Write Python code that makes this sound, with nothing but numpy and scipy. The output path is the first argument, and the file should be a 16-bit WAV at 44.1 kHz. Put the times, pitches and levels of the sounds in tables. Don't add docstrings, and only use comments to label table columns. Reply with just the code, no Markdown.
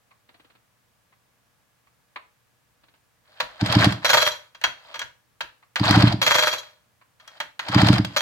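import sys
import numpy as np
from scipy import signal
from scipy.fft import rfft, irfft, next_fast_len
from scipy.io import wavfile
from scipy.ndimage import uniform_filter1d

SR = 44100
rng = np.random.default_rng(int(sys.argv[2]) if len(sys.argv) > 2 else 0)


def pcm_store(signal):
    levels = np.round(np.clip(np.atleast_2d(signal), -1, 1) * 32767)
    wavfile.write(sys.argv[1], SR, levels.astype(np.int16).T)


N = 362426
TIME = np.arange(N) / SR
SHORT = TIME[:SR // 2]

# (time [s], level [dB])
PUFFS_BY_PULL = [
    [(3.631, -5.5), (3.77, 0.5), (3.8735, -1)],
    [(5.8159, -5.5), (5.9116, -2.5), (5.9775, 1), (6.0426, 3), (6.1445, -8.5)],
    [(7.702, -18.5), (7.7657, 0.5), (7.8358, 0.5), (7.9057, 3), (8.0012, -3.5)],
]
# (time [s], level [dB])
ROPE_RUNS = [
    [(3.5, -47.5), (3.586, -51.5), (3.61, -31.5), (3.84, -18.5), (4.016, -54), (4.03, -36)],
    [(5.79, -39), (5.846, -21.5), (5.97, -18), (6.134, -30), (6.162, -79), (6.2, -43)],
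    [(7.63, -45), (7.776, -18.5), (7.99, -29), (8.002, -66), (8.134, -43), (8.15, -40.5)],
]
# (start [s], fastest at [s], time from there to half speed [s], end of chatter [s], level [dB])
SPRING_RETURNS = [(4.046, 4.119, 0.16, 4.29, -13.5), (6.215, 6.326, .21, 6.56, -15),
                  (8.163, 8.23, 0.19, 8.4, -19)]
# (frequency [Hz], level [dB])
PULLEY_MODES = [(3257, 5.5), (3311, -7.5), (3811, -14), (4027, -1), (4517, -4), (5663, -3), (5975, -8),
                (6449, -10), (6643, -11.5), (6740, -12), (7560, -15.5), (7989, -21.5), (10244, -14),
                (12602, -23), (13211, -19), (14110, -22.5)]
# (frequency [Hz], width [Hz], lift [dB])
HOUSING_PEAKS = [(513, 31, 11), (603.6, 70, 12), (936, 87, 8.5), (1222, 69, 5.5), (1472, 33, 5.5),
                 (1644, 34, 6), (2140, 60, 0), (4180, 310, 3.5)]


def undb(db):
    return 10 ** (np.asarray(db) / 20)


def unit(x):
    return x / np.sqrt(np.mean(x ** 2))


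def add(track, s, sound):
    i = int(np.clip(s * SR, 0, N - 1))
    track[i:i + len(sound)] += sound[:N - i]


def follow(stretches, fade_s=.023):
    gain = np.zeros(N)
    for stretch in stretches:
        times, db = np.transpose(stretch)
        outside_s = np.maximum(times[0] - TIME, TIME - times[-1]).clip(0)
        gain = np.maximum(gain, undb(np.interp(TIME, times, db)) * (1 - outside_s / fade_s).clip(0))
    return gain


def response(colour, peaks=(), size=4096):
    f = np.arange(size // 2 + 1) * SR / size + 1
    hz, db = np.transpose(colour)
    curve = np.interp(np.log(f), np.log(hz), db) - 12 * np.log2(hz[0] / f).clip(0)
    curve += sum(lift / (1 + (2 * (f - centre) / width) ** 2) for centre, width, lift in peaks)
    cepstrum = irfft(np.log(undb(curve)))
    cepstrum[1:size // 2] *= 2
    return irfft(np.exp(rfft(cepstrum[:size // 2], size)))


def through(x, impulse):
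    kernel = impulse / np.linalg.norm(impulse)
    return signal.oaconvolve(np.atleast_2d(x), kernel[None], axes=1)[:, :N]


def modes(table, t, phase=0):
    return sum(undb(db) * np.cos(2 * np.pi * hz * t - phase) * np.exp(-np.log(1000) * t.clip(0) / t60)
               for hz, db, t60 in table)


def wander(seconds):
    size = int(seconds * SR)
    return unit(uniform_filter1d(uniform_filter1d(rng.standard_normal(N), size), size))


def blows(rows, rise_s):
    force = np.zeros(N)
    for s, db, decay in rows:
        add(force, s, undb(db) * (1 - np.exp(-SHORT / rise_s)) * np.exp(-SHORT / decay))
    return force


def mic_pair(x, lag_samples=6):
    return np.array([x, np.concatenate([np.zeros(lag_samples), x[:-lag_samples]])])


def grit(spread_db, likeness=.23, grain_samples=24):
    strength = undb(spread_db * rng.standard_normal(N // grain_samples + 1).clip(-2, 2))
    common = np.sqrt(likeness) * mic_pair(rng.standard_normal(N))
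    separate = np.sqrt(1 - likeness) * rng.standard_normal((2, N))
    return unit((common + separate) * np.repeat(strength, grain_samples)[:N])


def room_tone():
    # (frequency [Hz], level [dB])
    air_colour = [(25, -29.5), (60, -10), (125, -9), (240, -15.5), (400, -21), (500, -19), (900, -17),
                  (1650, -19), (4000, -26), (16000, -31)]
    hum_partials = [(118.4, -79.5), (479.1, -87), (597.5, -89), (1152, -91), (1680, -87)]
    noise = .75 * rng.standard_normal(N) + 1.56 * rng.standard_normal((2, N))
    hum = sum(np.sqrt(2) * undb(db) * np.sin(2 * np.pi * hz * TIME) for hz, db in hum_partials)
    return undb(-71.5) * through(noise, response(air_colour)) + hum


def reflections(t60_s, onset_s):
    train = rng.standard_normal(len(SHORT)) * (1 - np.exp(-SHORT / onset_s))
    train *= np.exp(-np.log(1000) * SHORT / t60_s)
    return train / np.linalg.norm(train)


def workshop(mechanism, bass):
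    # (frequency [Hz], level [dB])
    wall_colour = [(60, -11.5), (150, -10), (400, -6), (1000, -8.5), (4000, -11.5), (8000, -12),
                   (15000, -13.5)]
    shade = [(10, -3), (450, -2.5), (1000, -.5), (2400, 1.5), (4200, 1), (5500, -8), (7000, -2),
             (15000, -3.5)]
    left = mechanism[0]
    right = signal.oaconvolve(mechanism[1], response(shade, size=512))[:N]
    boom = bass + undb(-10) * through(bass, reflections(t60_s=.36, onset_s=.009))[0]
    channels = []
    for direct, bass_db in ((left, -.4), (right, .4)):
        walls = signal.fftconvolve(reflections(t60_s=.3, onset_s=.0089), response(wall_colour))
        tail = signal.oaconvolve(direct + undb(-12.5) * bass, walls[:len(SHORT)])[:N]
        channels.append(direct + undb(bass_db) * boom + tail)
    return np.array(channels)


def handling(step_s=.053, jitter_s=.0032, fade_db_per_s=19):
    # (time [s], level [dB])
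    taps = [(0.107, -49), (1.122, -54), (1.868, -55), (2.158, -26.5), (5.624, -48.5), (7.011, -49)]
    # (start [s], end [s], level [dB])
    creaks = [(0.289, .56, -47), (2.831, 2.95, -52)]
    # (frequency [Hz], level [dB])
    tap_colour = [(100, -40), (290, -16), (750, -10.5), (1100, -1), (1500, -9.5), (2240, -3.5),
                  (3100, -16.5), (4400, -16), (5400, -36.5), (14000, -48)]
    creak_colour = [(90, -8), (300, .5), (1200, -.5), (4400, -6), (6000, -30)]
    contact = grit(spread_db=3, likeness=.43)
    tap_force = blows([(s, db, .009) for s, db in taps], rise_s=.0058)
    hollow = through(contact * tap_force, response(tap_colour, [(1104, 280, 4.4)]))
    steps = [(s + jitter_s * rng.standard_normal(), db - fade_db_per_s * (s - start), .012)
             for start, end, db in creaks for s in np.arange(start, end, step_s)]
    creak = through(contact * blows(steps, rise_s=.0029), response(creak_colour))
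    return undb(5) * hollow + creak


def puffs():
    return [row for pull in PUFFS_BY_PULL for row in pull]


def gulps(first_share=.52, last_share=.34):
    events = []
    for pull in PUFFS_BY_PULL:
        shares = np.linspace(first_share, last_share, len(pull) - 1)
        for (s, db), (next_s, _), share in zip(pull, pull[1:], shares):
            events.append((s + share * (next_s - s), db))
    return events


def pulley_ring(db_per_octave, t60_s=.098):
    lowest_hz = PULLEY_MODES[0][0]
    tilted = [(hz, db + db_per_octave * np.log2(hz / lowest_hz), t60_s) for hz, db in PULLEY_MODES]
    return modes(tilted, SHORT)


def ticks(pawl_lead_s=.02):
    # (time [s], level [dB])
    coil_slips = [(3.6595, -17), (3.7239, -11.5), (3.8431, -8.5), (3.922, -20), (5.9078, -9.5),
                  (7.685, -22.5), (7.869, -15.5), (7.9277, -15.5), (8.0469, -19)]
    # (frequency [Hz], level [dB])
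    tick_colour = [(300, -2), (1200, 5.5), (3000, 1), (5000, 2), (6200, -9.5), (7400, -11.5), (9000, -15.5),
                   (15000, -26)]
    contact = grit(spread_db=2)
    pawl = contact * blows([(s - pawl_lead_s, db - 16, .0035) for s, db in puffs()], rise_s=.0006)
    click = contact * blows([(s, db - 23.5, .004) for s, db in gulps()], rise_s=.0014)
    slip = contact * blows([(s, db, .004) for s, db in coil_slips], rise_s=.0012)
    return (undb(4) * through(pawl, response(tick_colour, [(4830, 270, 10)]))
            + undb(4.5) * through(click, response(tick_colour, [(4170, 380, 16)]))
            + undb(3) * through(slip, response(tick_colour))
            + undb(-6.5) * through(slip, pulley_ring(db_per_octave=-2)))


def knocks():
    # (time [s], level [dB], crack offset [dB], ring offset [dB])
    hits = [(3.401, -14.5, 1.5, -30), (4.547, -40.5, -6.5, -7), (4.613, -34.5, 5.5, -22),
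            (4.638, -11.5, -1, -6), (4.941, -29, -18, -8.5), (4.955, -31.5, 4, -8), (4.992, -27, 9.5, -1),
            (5.015, -24.5, -14, -56), (5.406, -21, 0, -16), (5.757, -16.5, 4, -19.5),
            (7.198, -46, -10, -8.5), (7.276, -41, 11.5, -2.5), (7.401, -20.5, 4, -12),
            (7.592, -22.5, 1.5, -27)]
    # (frequency [Hz], level [dB])
    clatter_colour = [(70, -16.5), (250, -18), (420, -16.5), (650, -5.5), (1100, 1), (1700, 3.5), (2900, 0),
                      (4300, -3.5), (6500, -9), (9000, -31), (15000, -31)]
    crack_colour = [(3000, -17.5), (5500, 8.5), (9000, -10), (15000, -18)]
    bench_colour = [(65, 2.5), (130, -5.5), (300, -6.5), (900, -29.5)]
    contact = grit(spread_db=2, likeness=.65)
    clatter_force = blows([(s, db, .01) for s, db, _, _ in hits], rise_s=.0017)
    crack_force = blows([(s, db + crack_db, .004) for s, db, crack_db, _ in hits], rise_s=.0015)
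    bench_force = blows([(s + .022, db, .026) for s, db, _, _ in hits], rise_s=.0033)
    clatter = through(contact * clatter_force, response(clatter_colour, HOUSING_PEAKS))
    crack = through(contact * crack_force, response(crack_colour))
    bench = through(rng.standard_normal(N) * bench_force, response(bench_colour))
    free_ring = .7 * pulley_ring(db_per_octave=-2) + modes([(3261, -6, .28), (5992, -9, .16)], SHORT)
    ring = np.zeros(N)
    for s, db, _, ring_db in hits:
        add(ring, s + .0016, undb(db + ring_db) * free_ring)
    return undb(2.5) * clatter + undb(-5) * crack + undb(-30) * bench + undb(-5) * np.outer([1, .7], ring)


def pulley_motion(t, fastest, spread, db, fastest_turn_s=.0383, db_per_half_speed=-4.5):
    slowness = 1 + ((t - fastest) / spread) ** 2
    return fastest_turn_s * slowness, db + db_per_half_speed * np.log2(slowness)


def pulley_turns():
    turns = []
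    for s, fastest, spread, end, top_db in SPRING_RETURNS:
        while s < end:
            length, db = pulley_motion(s, fastest, spread, top_db)
            turns.append((s, length, db))
            s += length
    return turns


def pulley_scrape(under_chatter_db=16, coast_db_per_s=117):
    gain = np.zeros(N)
    for start, fastest, spread, end, top_db in SPRING_RETURNS:
        _, db = pulley_motion(TIME, fastest, spread, top_db)
        gain += (TIME > start) * undb(db - under_chatter_db - coast_db_per_s * (TIME - end).clip(0))
    return gain


def pulley_squeak(turns, share_of_turn=.72, scatter_db=3):
    song = 0
    for hz, db in PULLEY_MODES:
        jitter_hz = 45 * wander(.003)
        shimmer_db = 3 * wander(.015)
        song += undb(db + shimmer_db) * np.sin(2 * np.pi * np.cumsum(hz + jitter_hz) / SR)
    rubs = [(s + share_of_turn * length, db - 11 + scatter_db * rng.standard_normal(), .01)
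            for s, length, db in turns]
    return np.outer([1, .6], blows(rubs, rise_s=.0087) * song)


def rewind(chatter_s=.015, scatter_db=1.07):
    # (frequency [Hz], level [dB])
    chatter_colour = [(80, -11), (250, -23), (440, -14.5), (560, -8), (750, -9.5), (1100, -4.5),
                      (2400, -3.5), (2900, -6), (4200, -8), (6800, -16.5), (8500, -32), (12000, -25),
                      (14000, -22.5), (16000, -43)]
    turns = pulley_turns()
    bout = (1 - np.exp(-SHORT / .00036)) * np.exp(-(SHORT - chatter_s).clip(0) / .008)
    chatter = np.zeros(N)
    for s, _, db in turns:
        add(chatter, s, undb(db + scatter_db * rng.standard_normal()) * bout)
    contact = grit(spread_db=4.5, likeness=.74) * np.hypot(chatter, pulley_scrape())
    rattle = through(contact, response(chatter_colour, HOUSING_PEAKS))
    jingle = through(contact, pulley_ring(db_per_octave=2))
    return rattle + undb(-7.5) * jingle + undb(7) * pulley_squeak(turns)


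def braid(bands=7, flicker_db=3):
    size = next_fast_len(N)
    spectrum = rfft(grit(spread_db=4, likeness=.6), size)
    hz = np.linspace(1, SR / 2, spectrum.shape[1])
    band_position = np.interp(np.log(hz), np.log([600, 6500]), [0, bands - 1])
    rubbing = 0
    for k in range(bands):
        band = irfft(spectrum * (1 - abs(band_position - k)).clip(0), size)[:, :N]
        rubbing += undb(flicker_db * wander(.006)) * band
    return unit(rubbing)


def rope(slide_swell_db=12, slack_lead_s=.018, slack_s=.038, slack_db=-7):
    # (start [s], end [s], final level [dB])
    slides = [(3.264, 3.396, -51.5), (4.74, 4.928, -47), (7.211, 7.378, -49.5)]
    # (frequency [Hz], level [dB])
    rasp_colour = [(200, -19), (440, -11.5), (620, -4.5), (1000, -1), (1600, -1), (2800, -8.5),
                   (4000, -5.5), (4900, -8), (5800, -19.5), (7200, -23), (9000, -30.5), (16000, -38.5)]
    rumble_colour = [(45, -12), (130, 4), (300, -3.5), (450, -15.5), (1500, -49)]
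    swells = [[(start, db - slide_swell_db), (end, db)] for start, end, db in slides]
    load = np.maximum(follow(ROPE_RUNS), follow(swells))
    slack = np.zeros(N)
    for s, _ in puffs():
        add(slack, s - slack_lead_s, np.hanning(int(slack_s * SR)))
    friction = braid() * load * undb(slack_db * slack)
    rasp = through(friction, response(rasp_colour, [(613, 87, 9.6), (3178, 77, 8.1)]))
    rumble = through(rng.standard_normal(N) * load ** 2 / load.max(), response(rumble_colour))
    return rasp, undb(-6.5) * rumble[0]


def rope_zips(dip_hz=664.7, fall_oct_per_s=65, rise_oct_per_s=24):
    fall_s, rise_s, dip_lead_s = .028, .039, .028
    t = TIME[:int((fall_s + rise_s) * SR)] - fall_s
    pitch_ratio = 2 ** np.hypot(fall_oct_per_s * t.clip(None, 0), rise_oct_per_s * t.clip(0))
    swell = np.hanning(len(t)) / np.sqrt(pitch_ratio)
    notes = np.zeros(N)
    for s, _ in puffs():
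        lowest_hz = dip_hz * np.exp(.08 * rng.standard_normal())
        waver = .08 * unit(uniform_filter1d(rng.standard_normal(len(t)), 50))
        phase = 2 * np.pi * np.cumsum(lowest_hz * pitch_ratio * (1 + waver)) / SR
        whistle = np.sin(2 * phase) + np.sin(5 * phase) / pitch_ratio
        add(notes, s - dip_lead_s - fall_s, swell * (np.sin(phase) + undb(-11) * whistle))
    return mic_pair(undb(1.5) * follow(ROPE_RUNS) * notes)


def air_pulses(events, cavity, opening_s, lead_s=.03):
    t = SHORT - lead_s
    opening = np.exp(-(t.clip(None, 0) / opening_s) ** 2)
    pulse = modes(cavity, t, phase=np.pi / 5) * opening
    air = np.zeros(N)
    for s, db in events:
        add(air, s - lead_s, undb(db) * pulse)
    return air


def engine_breath():
    # (frequency [Hz], level [dB], t60 [s])
    muffler = [(113.5, -9.5, 0.085), (187.3, -11, 0.056), (295.3, -11.5, 0.044)]
    airbox = [(117, -2.5, 0.082), (179, -8, .04), (277, -13, 0.007)]
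    exhaust = air_pulses(puffs(), muffler, opening_s=.0089)
    intake = air_pulses(gulps(), airbox, opening_s=.0055)
    return exhaust + undb(-12.5) * intake


def scene():
    rasp, rumble = rope()
    mechanism = rasp + rope_zips() + rewind() + knocks() + ticks() + handling()
    return workshop(mechanism, bass=engine_breath() + rumble) + room_tone()


def record(dry):
    lowpass = signal.ellip(10, .2, 80, 16200, fs=SR, output="sos")
    return signal.sosfilt(lowpass, np.clip(dry, -1, 1))


dry = scene()
out = record(dry)
pcm_store(out)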